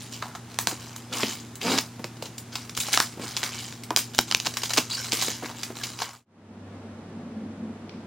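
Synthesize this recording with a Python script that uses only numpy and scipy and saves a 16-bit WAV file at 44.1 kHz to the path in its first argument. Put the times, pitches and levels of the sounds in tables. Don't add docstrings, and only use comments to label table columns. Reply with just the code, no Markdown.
import sys
import numpy as np
from scipy import signal
from scipy.fft import rfft, irfft, next_fast_len
from scipy.io import wavfile
from scipy.ndimage import uniform_filter1d, map_coordinates

SR = 44100
rng = np.random.default_rng(int(sys.argv[2]) if len(sys.argv) > 2 else 0)


def transcribe(signal):
    frames = np.atleast_2d(signal).T
    limited = np.clip(frames, -1, 1)
    pcm = np.round(limited * 32767).astype(np.int16)
    wavfile.write(sys.argv[1], SR, pcm)


N = 355446

# (frequency [Hz], rms level [dB])
HUM_LINES = [(118.4, -47.5), (236.9, -50.5)]
# (frequency [Hz], relative level [dB])
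AIR_SPECTRUM = [(25, -30), (48, -27), (94, -6.5), (250, -8.5), (335, -10), (570, -21), (775, -17.5),
                (1400, -22.5), (6700, -31), (16000, -44.5)]
# (time [s], hold [s], level [dB], papery low-mid gain [dB])
PULLS = [(0, 0.0033, -38.5, -21), (0.111, 0.016, -38, -4), (0.218, 0.023, -46, 15.5),
         (0.49, 0.12, -53.5, 10.5), (0.583, 0.0089, -41, 0.5), (0.685, 0.029, -40, 5.5),
         (0.787, 0.22, -48, 4.5), (1.122, 0.1, -31, 2), (1.26, 0.061, -35.5, -3), (1.606, 0.071, -35.5, 4),
         (1.702, 0.024, -30.5, 6), (2.217, 0.036, -51, 4), (2.52, 0.11, -45, 3), (2.764, 0.15, -34, -4),
         (2.921, 0.078, -31, 0.5), (3.207, 0.23, -38.5, 3), (3.433, 0.022, -34.5, 6.5),
         (3.526, 0.14, -38, -0.5), (3.967, .03, -36, -7.5), (4.133, 0.011, -41, -7),
         (4.272, 0.12, -42.5, 1), (4.444, 0.0083, -36.5, 3.5), (4.557, 0.015, -40.5, 0),
         (4.628, 0.013, -38, -3), (4.695, 0.16, -40, 1), (4.896, 0.23, -35.5, -0.5),
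         (5.121, 0.18, -29.5, -2), (5.433, 0.056, -42.5, 10), (5.548, .13, -44.5, 1),
         (5.753, 0.32, -42, 3.5), (5.831, 0.014, -38, 4.5), (5.987, 0.046, -32, 9),
         (6.098, 0.056, -42.5, 6)]
# (frequency [Hz], relative level per Hz [dB])
FILM_SPECTRUM = [(80, -29), (300, -4.5), (600, -5.5), (1000, -1), (1900, -4), (4800, -0.5), (7000, -1.5),
                 (9000, -10), (11000, -17.5), (16000, -18)]
# (centre [Hz], width [Hz], height over the smooth spectrum [dB])
FILM_MODES = [(1110, 84, 1), (1600, 150, 1), (2220, 270, 4), (3003, 350, 3.5), (3970, 170, 5),
              (4920, 340, 3)]
# (frequency [Hz], t60 [s])
WALL_DECAY = [(200, 0.26), (550, 0.12), (1400, 0.16), (3700, 0.17), (9700, 0.21), (16000, 0.082)]
# (time [s], rms level [dB], length [s], papery low-mid gain [dB], treble sheen gain [dB])
SNAPS = [(.224, -25.5, .0022, 11, -8), (.351, -33.5, 0.006, 10, -2), (.543, -38.5, .002, 0, -1),
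         (0.713, -28, .0015, 4, -11), (.962, -30.5, 0.0018, 4.5, 8), (1.2275, -27, .0034, 2, -20),
         (1.332, -33, .0037, 2, 3), (1.555, -35.5, .0026, -9, 9), (1.777, -19.5, .0019, 0, -2),
         (2.043, -22, .0012, 9, -6), (2.169, -43, .003, 9, -7), (2.224, -31, .0034, -10, -.5),
         (2.256, -35.5, 0.0064, -5, -3), (2.381, -31.5, .0038, -6, 6), (2.529, -37, 0.003, -3, -10),
         (2.555, -22, .0027, -0.5, -5), (2.695, -29.5, 0.0019, -0.5, -2.5), (2.75, -32, .002, -12, -3),
         (2.769, -23, 0.00068, -2.5, 5.5), (2.775, -19.5, 0.0017, 0.5, 1.5), (2.8016, -23, .0049, -17, 6.5),
         (2.867, -28, 0.0013, 0, 1.5), (2.885, -29.5, .0027, 11, 3.5), (2.93, -19, 0.0053, -7.5, 0.5),
         (2.939, -18.5, .0018, 5, -4), (2.946, -17.5, .002, -.5, 1.5), (3.372, -20.5, .0015, -3.5, -5),
         (3.4308, -20.5, 0.0018, 3.5, -4), (3.725, -30.5, .001, -1, -6.5), (3.8357, -34.5, .0037, -4.5, 3),
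         (3.972, -14.5, .0012, 5, -3.5), (3.9904, -19, 0.0011, -5.5, 2), (4.148, -28, .002, -0.5, 2),
         (4.182, -22.5, 0.0019, -7, 0.5), (4.449, -33.5, 0.0027, -4, -0.5), (4.456, -27, .003, 5, -2),
         (4.463, -21, 0.0024, 2, -3.5), (4.539, -29.5, .0024, -1, -1), (4.57, -21, 0.0034, 1.5, -1),
         (4.619, -28, .0022, -4, -4), (4.634, -20.5, .0035, 2, -2), (4.657, -27, .003, -6, -2),
         (4.695, -26, 0.0022, -1, 1), (4.705, -23, 0.004, 3, -4), (4.7352, -19.5, 0.0034, -5, 1),
         (4.764, -23.5, .0016, 3, -5), (4.773, -17, 0.0063, 3.5, -0.5), (5.058, -30.5, .0011, 5, 0),
         (5.223, -21, .0047, 2, 4.5), (5.283, -23.5, 0.0021, 6, 3), (5.6328, -23, .0028, -5, -2),
         (5.769, -35.5, .002, 5, 0), (5.835, -26, 0.0063, -9, -4), (5.99, -27.5, 0.0027, -5, -12),
         (6.019, -18.5, 0.0035, 5, -5), (6.132, -32, .004, 19, 10)]
# (time [s], rms level [dB], pitch [Hz])
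TAPS = [(.2252, -25, 980), (.353, -34, 950), (1.2322, -19, 2640), (1.615, -27, 2920), (2.224, -27.5, 605),
        (2.885, -30.5, 885), (2.933, -18, 5670), (2.94, -19.5, 1900), (2.975, -17.5, 1270),
        (3.003, -17, 1530), (3.432, -25, 2000), (3.9068, -21.5, 930), (5.424, -32, 790), (5.445, -33, 1800),
        (6.0175, -21.5, 840)]
# (time [s], rms level over 1 ms [dB], papery low-mid gain [dB],
# treble sheen gain [dB], gain into the room [dB])
CRACKS = [(0.5884, -13.5, 4.5, 7, 1), (.6719, -10.5, 7, 1, 0.5), (1.7853, -12.5, -6, -9.5, -1),
          (1.7884, -14, 2, -2, -3.5), (2.9745, -9, 1, -3, -3.5), (3.002, -9, 1, 0, -0.5),
          (3.367, -16.5, -2.5, -0.5, 1), (3.4379, -19, -2, 2, 1), (3.906, -18, 12, -1, -5.5),
          (3.9626, -6, -10.5, 1.5, 0), (4.1889, -2.5, 3, -6, -6.5), (4.3129, -14, -0.5, -6, -5),
          (4.3236, -15.5, -1, -7, -3), (4.3478, -6, -5.5, -8, -7.5), (4.4007, -18.5, -7, -3, 0),
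          (4.4678, -16.5, 3, -6, -4), (4.4706, -15, -2.5, -12, -5), (4.7784, -12.5, -0.5, -7.5, -3),
          (4.781, -11, 4.5, -4.5, -3), (4.7857, -12.5, -2, -8, -4), (5.1208, -14.5, -11, -3, 2),
          (5.129, -18.5, -5, -4, 2), (5.1334, -17, -4, 1, 0), (5.215, -18.5, -10, 4, 0)]
# (time [s], level [dB])
BUMPS = [(.672, -33), (.721, -35), (1.231, -23), (1.994, -36), (2.043, -34), (3.173, -37.5), (3.195, -33.5),
         (3.235, -36), (3.906, -31), (4.189, -30.5), (4.466, -34.5), (4.779, -22.5), (5.127, -29.5),
         (5.28, -30.5), (5.428, -31), (5.702, -34.5)]
# (time [s], length [s], peak level [dB])
DRAGS = [(1.088, 0.14, -39), (1.226, 0.09, -40), (1.609, .2, -25.5), (3.192, 0.075, -42)]
# (centre [Hz], width [Hz], relative level [dB])
CARTON_MODES = [(235, 125, 0), (368, 28, -1.5), (483, 40, -7.5), (705, 87, -11.5), (920, 14, -7.5)]
# (time [s], peak level before the bass cut [dB])
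PUFFS = [(2.788, -28), (4.1888, -22), (4.3494, -29)]
# (time [s], length [s], start pitch [Hz], end pitch [Hz], level [dB])
SQUEAKS = [(4.896, 0.052, 4000, 4000, -35), (5.3, 0.013, 6320, 6240, -30), (4.912, 0.042, 4650, 4820, -31),
           (4.934, 0.0306, 4900, 4150, -32), (4.924, 0.033, 2440, 3050, -41), (4.3, 0.034, 1400, 1370, -37),
           (4.958, 0.073, 5500, 5400, -37), (4.963, .046, 1122, 1006, -46), (4.972, 0.043, 1613, 1520, -37),
           (5.8, .032, 1780, 1600, -44)]
# (frequency [Hz], rms level [dB])
NEXT_HUM_LINES = [(99, -50.5), (198, -63)]
# (frequency [Hz], relative level [dB])
WASH_SPECTRUM = [(25, -34), (50, -30), (93, -12), (120, -19.5), (160, -12), (224, -10), (400, -15),
                 (790, -20.5), (3500, -38.5), (9200, -52.5), (13000, -68)]
# (time [s], level [dB])
ROAR = [(6.68, -44), (7.04, -47), (7.14, -39), (7.33, -39.5), (7.45, -35), (7.57, -39.5), (7.66, -33.5),
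        (7.78, -42)]
# (frequency [Hz], side minus mid [dB])
PARCEL_WIDTH = [(200, -45), (700, -48.5), (2000, -37.5), (4200, -18.5), (6200, -8.5), (8200, -1),
                (10500, 4), (15000, 1.5)]
# (frequency [Hz], side minus mid [dB])
AIR_WIDTH = [(130, -51.5), (280, -24.5), (650, -11.5), (3500, -11), (8000, 4.5)]
# (frequency [Hz], side minus mid [dB])
NEXT_WIDTH = [(100, -85), (260, -33), (650, -11), (1600, -5.5), (3500, -1.5), (10000, 8)]

ATTACK_S, SAG_DB_PER_S, RELEASE_DB_PER_S = 0.0046, 13, 147.5
IDLE_DB = -65
SHEEN_DB, SHEEN_DB_PER_DB = 0.5, -0.03
LEAD_S, LEAD_DB = 0.0039, -27.5
SPREAD_S = 0.000505
REBOUND_S, REBOUND_DB = 0.00115, -6.5
BUMP_S = 0.0054
GROAN_HZ = 245
CHANGE_S, FADE_OUT_S, FADE_IN_S = 6.25, 0.38, 0.49
TOP_HZ = 16000


def amp(db):
    return 10 ** (np.asarray(db) / 20)


def unit(x):
    return x / np.sqrt(np.mean(x ** 2, axis=-1, keepdims=True) + 1e-20)


def along(points, hz):
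    f, v = np.transpose(points)
    return np.interp(np.log(hz + 1), np.log(f), v)


def wobble(rate_hz):
    knots = rng.standard_normal(int(N * rate_hz / SR) + 4)
    return map_coordinates(knots, [np.arange(N) * rate_hz / SR])


def causal(db):
    cepstrum = irfft(np.log(amp(db)))
    half = len(cepstrum) // 2
    folded = np.r_[cepstrum[0], 2 * cepstrum[1:half], cepstrum[half], np.zeros(half - 1)]
    return np.exp(rfft(folded))


def coloured(x, colour):
    size = 2 * next_fast_len((N + SR // 2) // 2)
    hz = np.fft.rfftfreq(size, 1 / SR)
    gain_db = colour(hz) if callable(colour) else along(colour, hz)
    return irfft(rfft(x, size) * causal(gain_db), size)[..., :N]


def add(track, s, sound):
    part = track[..., round(s * SR):][..., :sound.shape[-1]]
    part += sound[..., :part.shape[-1]]


def burst(length_s, tone_db, smooth_hz, spiky, first=0):
    size = 2 * (len(tone_db) - 1)
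    t = np.arange(size) / SR
    slips = rng.standard_normal((2, size)) * np.exp(spiky * rng.standard_normal((2, size)))
    slips = slips * np.exp(-.65 * t / max(length_s, 1 / SR))
    z = rfft(slips) + first * np.linalg.norm(slips, axis=1, keepdims=True)
    bins = max(int(smooth_hz * size / SR), 1)
    power = np.abs(uniform_filter1d(np.abs(z) ** 2, bins, mode="mirror"))
    z /= np.sqrt(power + 1e-12)
    return unit(irfft(z * causal(tone_db))) / np.sqrt(size)


def stereo(pair, width):
    side = coloured(pair[1], width)
    return np.array([pair[0] + side, pair[0] - side])


def hum(lines, waver_db):
    clock_s = np.arange(N) / SR + 0.00012 * wobble(2.5)
    total = np.zeros(N)
    for hz, db in lines:
        level = np.sqrt(2) * amp(db + waver_db * wobble(3))
        total += level * np.sin(2 * np.pi * (hz * clock_s + rng.random()))
    return np.array([[1], [0]]) * total


def first_room(air_db=-46.5):
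    air = unit(coloured(rng.standard_normal((2, N)), AIR_SPECTRUM))
    return hum(HUM_LINES, waver_db=-0.5) + amp(air_db) * air


def film_db(hz):
    peaks = sum(db / (1 + (2 * (hz - centre) / width) ** 2) for centre, width, db in FILM_MODES)
    return along(FILM_SPECTRUM, hz) + peaks


def facets(life_s=.0006, scatter_db=4, count=13000, size=240):
    when, pitch = rng.random((2, count, 1))
    life, strength = np.clip(rng.standard_normal((2, count, 1)), -2, 2)
    hz = 500 * 32 ** pitch
    life = life_s * np.exp(life / 2)
    t = np.arange(size) / SR
    ringing = np.exp(-t / life) * np.sin(2 * np.pi * hz * t)
    grains = amp(scatter_db * strength) * np.sqrt(hz / life) * ringing
    index = ((when * N).astype(int) + np.arange(size)).ravel()
    signs = rng.choice([-1, 1], (2, count, 1))
    return unit(np.array([np.bincount(index, (grains * sign).ravel(), N)[:N] for sign in signs]))


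def flexing(x, depth_db, band_bins=4, life_frames=7, size=512):
    z = signal.stft(x, nperseg=size)[2]
    field = uniform_filter1d(rng.standard_normal(z.shape[1:]), band_bins, axis=0)
    field = uniform_filter1d(field, life_frames, axis=1)
    gain = amp(depth_db * np.clip(field / field.std(), -2, 2))
    return unit(signal.istft(z * gain, nperseg=size)[1][:, :N])


def effort():
    t = np.arange(SR) / SR
    power, papery = np.full((2, N), amp(IDLE_DB) ** 2)
    for s, hold_s, db, low_db in PULLS:
        sag_db = SAG_DB_PER_S * np.minimum(t, hold_s)
        release_db = RELEASE_DB_PER_S * np.maximum(t - hold_s, 0)
        shape = np.minimum(t / ATTACK_S, 1) * amp(db - sag_db - release_db)
        add(power, max(s, 0), shape ** 2)
        add(papery, max(s, 0), (shape * amp(low_db)) ** 2)
    return 10 * np.log10(power), 10 * np.log10(papery / power)


def crinkle(ticks_per_s=90, scatter_db=1.5, tick_db=0, rub_db=-9, clump_db=0.48, busy_db=-26):
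    db, low_db = effort()
    sheen_db = SHEEN_DB + SHEEN_DB_PER_DB * (db - busy_db)
    sizes = amp(scatter_db * np.minimum(rng.standard_normal(N), 2))
    sizes = sizes * (rng.random(N) < ticks_per_s / SR)
    ticks = unit(sizes * rng.choice([-1, 1], (2, N)))
    slack = 1 / (1 + amp(db - busy_db))
    rub = amp(rub_db) * rng.standard_normal((2, N))
    film = facets() + slack * amp(tick_db) * ticks + rub
    film = flexing(coloured(film, film_db), depth_db=2)
    low = signal.sosfiltfilt(signal.butter(2, [450, 1700], "band", fs=SR, output="sos"), film)
    high = signal.sosfiltfilt(signal.butter(3, 6500, "high", fs=SR, output="sos"), film)
    film = film + (amp(low_db) - 1) * low + (amp(sheen_db) - 1) * high
    return film * amp(db + clump_db * wobble(60))


def room(x, wet_db, delay_s, build_s, edge_count=28):
    out = np.zeros((2, N))
    edges = np.linspace(0, N, edge_count).astype(int)
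    for a, b in zip(edges, edges[1:]):
        hz, t, z = signal.stft(rng.standard_normal((2, SR // 3)), SR, nperseg=256)
        decay = amp(-60 * t / along(WALL_DECAY, hz)[:, None])
        tail = signal.istft(z * decay, SR, nperseg=256)[1]
        age_s = np.arange(tail.shape[1]) / SR
        tail = tail * (1 - np.exp(-np.maximum(age_s - delay_s, 0) / build_s))
        tail = tail / np.linalg.norm(tail, axis=1, keepdims=True)
        add(out, a / SR, signal.fftconvolve(x[:1, a:b], tail, axes=1))
    tone = [(200, -7.5), (1000, -3.0), (4000, -3.0), (8000, -0.5), (15000, 10.0)]
    return amp(wet_db) * coloured(out, tone)


def snaps(spiky=0.59, top_db=2, first=0.28, size=2048):
    out, hz = np.zeros((2, N)), np.fft.rfftfreq(size, 1 / SR)
    for s, db, length_s, low_db, sheen_db in SNAPS:
        fold_db = along([(420, min(low_db, 0)), (750, low_db), (1400, low_db), (2400, 0.0021),
                         (5500, 0.028), (7800, sheen_db), (14000, sheen_db + top_db)], hz)
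        tone_db = film_db(hz) + fold_db
        strength = amp(db) * np.sqrt(abs(length_s) * SR)
        add(out, s, strength * burst(length_s, tone_db, 3500, spiky, first))
        slip = amp(LEAD_DB) * strength * burst(LEAD_S / 2, tone_db, 2200, spiky)
        add(out, s - LEAD_S * rng.uniform(0.4, 2.3), slip)
    return out


def taps(q=2.75, contact_s=0.0027, ring_s=0.018, ring_db=-17, size=4096):
    out, hz = np.zeros((2, N)), np.fft.rfftfreq(size, 1 / SR) + 1
    for s, db, pitch_hz in TAPS:
        detune = q / 2 * (hz / pitch_hz - pitch_hz / hz)
        tone_db = np.maximum(-20 * np.log10(1 + detune ** 2), -60)
        hit = amp(db) * np.sqrt(contact_s * SR) * burst(contact_s / 2, tone_db, 800, 0.36)
        shiver = amp(db + ring_db) * np.sqrt(ring_s * SR) * burst(ring_s, tone_db, 800, .5)
        add(out, s, hit)
        add(out, s, shiver)
    return out


def cracks(ring_db=3.0, ring_hz=500, spread_hz=2500, size=1024):
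    direct, sent = np.zeros((2, 2, N))
    hz = np.fft.rfftfreq(size, 1 / SR)
    lag = np.exp(-2j * np.pi * SPREAD_S * spread_hz * (1 - np.exp(-hz / spread_hz)))
    for s, db, low_db, sheen_db, room_db in CRACKS:
        fold_db = along([(420, min(low_db, 2)), (750, low_db), (1400, low_db), (2400, 0),
                         (5500, 0), (7800, sheen_db)], hz)
        rebound_s = REBOUND_S * amp(rng.normal())
        for delay_s, gain in [(0, 1), (rebound_s, amp(REBOUND_DB))]:
            panels = [map_coordinates(row, [hz / ring_hz]) for row in rng.standard_normal((2, size))]
            tones_db = [film_db(hz) + fold_db + ring_db * panel for panel in panels]
            pulse = unit(np.array([irfft(lag * causal(tone_db)) for tone_db in tones_db]))
            pulse = pulse * gain * amp(db) * np.sqrt(SR / 1000 / size)
            add(direct, s + delay_s, pulse)
            add(sent, s + delay_s, amp(room_db) * pulse)
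    return direct, sent


def carton_db(hz, wall_db=-19):
    modes = sum(amp(db) ** 2 / (1 + ((hz ** 2 - centre ** 2) / (hz * width + 1)) ** 2)
                for centre, width, db in CARTON_MODES)
    thud = amp(wall_db + along([(30, -46.5), (150, 3.0), (700, -4), (4000, -38.5)], hz))
    bass_cut = 1 + (130 / (hz + 1)) ** 4
    return 10 * np.log10(modes / bass_cut + thud ** 2)


def box(judder_db=2, stray=0.09, jitter=.09, scrape_db=-1, rasp_db=-4.5, ring_s=0.012, size=4096):
    stroke = np.zeros(N)
    for s, length_s, db in DRAGS:
        add(stroke, s, amp(db) * np.sin(np.linspace(0, np.pi, int(length_s * SR))))
    cycles = np.cumsum(GROAN_HZ * (1 + stray * wobble(25) + jitter * wobble(300))) / SR
    slips = unit(np.diff(np.floor(cycles), prepend=0)) * np.array([[1], [.5]])
    scrape = amp(scrape_db) * rng.standard_normal((2, N))
    groan = unit(coloured((slips + scrape) * amp(judder_db * wobble(120)), carton_db))
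    rasp = rng.standard_normal((2, N)) * (1 - cycles % 1) ** 2
    rasp = coloured(rasp, lambda hz: film_db(hz) + along([(3200, -3.5), (6000, -11)], hz))
    out = (groan + amp(rasp_db) * flexing(rasp, depth_db=4.5)) * stroke
    hz = np.fft.rfftfreq(size, 1 / SR)
    tone_db = uniform_filter1d(carton_db(hz), size=11)
    for s, db in BUMPS:
        add(out, s, amp(db) * np.sqrt(ring_s * SR) * burst(BUMP_S, tone_db, 300, 0.49))
    return out


def puffs(push_s=0.0006):
    out, u = np.zeros((2, N)), np.arange(SR // 20) / SR / push_s
    for s, db in PUFFS:
        add(out[0], s, amp(db) * u * np.exp(1 - u))
    return signal.sosfilt(signal.butter(1, 40, "high", fs=SR, output="sos"), out)


def squeal(jitter=.045, stray=0.0152, flutter_db=3, overtone_db=-20, rough_db=-5, rough_hz=500):
    out = np.zeros(N)
    for s, length_s, start_hz, end_hz, db in SQUEAKS:
        u = np.linspace(0, 1, int(length_s * SR))

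        def chance(rate_hz):
            knots = rng.standard_normal(int(length_s * rate_hz) + 4)
            return map_coordinates(knots, [u * length_s * rate_hz])

        glide_hz = start_hz + (end_hz - start_hz) * u
        pitch_hz = glide_hz * (1 + jitter * chance(1805) + stray * chance(112))
        phase = 2 * np.pi * np.cumsum(pitch_hz) / SR
        tone = np.sin(phase) + amp(overtone_db) * np.sin(2 * phase)
        grip = 1 + amp(rough_db) * chance(rough_hz * start_hz / 2000)
        voice = unit(tone * grip * amp(flutter_db * chance(146)))
        add(out, s, amp(db) * np.sin(np.pi * u) * voice)
    return out * np.array([[1], [.5]])


def second_room(steady_db=-45.0, waver_db=1.0, tick_s=7.8935, tick_db=-41, rustle_db=-57,
                rustle_s=0.066, size=16384):
    wash = unit(coloured(rng.standard_normal((2, N)), WASH_SPECTRUM))
    resonance = [(80, -55.0), (160, -7.5), (228, 5.0), (310, -11.5), (440, -16.0), (800, -29.0), (13000, -91)]
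    boom = unit(coloured(rng.standard_normal((2, N)), resonance))
    roar_s, roar_db = np.transpose(ROAR)
    swell_db = np.interp(np.arange(N) / SR, roar_s, roar_db) + waver_db * wobble(12)
    out = hum(NEXT_HUM_LINES, waver_db=2.5) + amp(steady_db) * wash + amp(swell_db) * boom
    hz = np.fft.rfftfreq(size, 1 / SR)
    tone_db = along([(800, -11.0), (2200, 3), (5600, -4), (7000, -29), (14000, -57.5)], hz)
    for db, length_s in [(tick_db, .002), (rustle_db, rustle_s)]:
        add(out, tick_s, amp(db) * np.sqrt(length_s * SR) * burst(length_s, tone_db, 950, 0.83))
    return out


def scene():
    parcel = crinkle() + snaps() + taps() + box() + squeal()
    breaks, sent = cracks()
    echoes = room(parcel + sent, wet_db=-6.0, delay_s=0.00076, build_s=0.0035)
    near = parcel + breaks + echoes + puffs()
    opening = stereo(near, PARCEL_WIDTH) + stereo(first_room(), AIR_WIDTH)
    closing = stereo(second_room(), NEXT_WIDTH)
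    return np.where(np.arange(N) / SR < CHANGE_S, opening, closing)


def record(dry, dip_db=-38):
    t = np.arange(N) / SR - CHANGE_S
    fade = np.where(t < 0, np.abs(t / FADE_OUT_S), t / FADE_IN_S)
    x = np.clip(dry * np.clip(fade, amp(dip_db), 1), -1, 1)
    return signal.sosfilt(signal.ellip(12, .1, 80, TOP_HZ, fs=SR, output="sos"), x)


dry = scene()
out = record(dry)
transcribe(out)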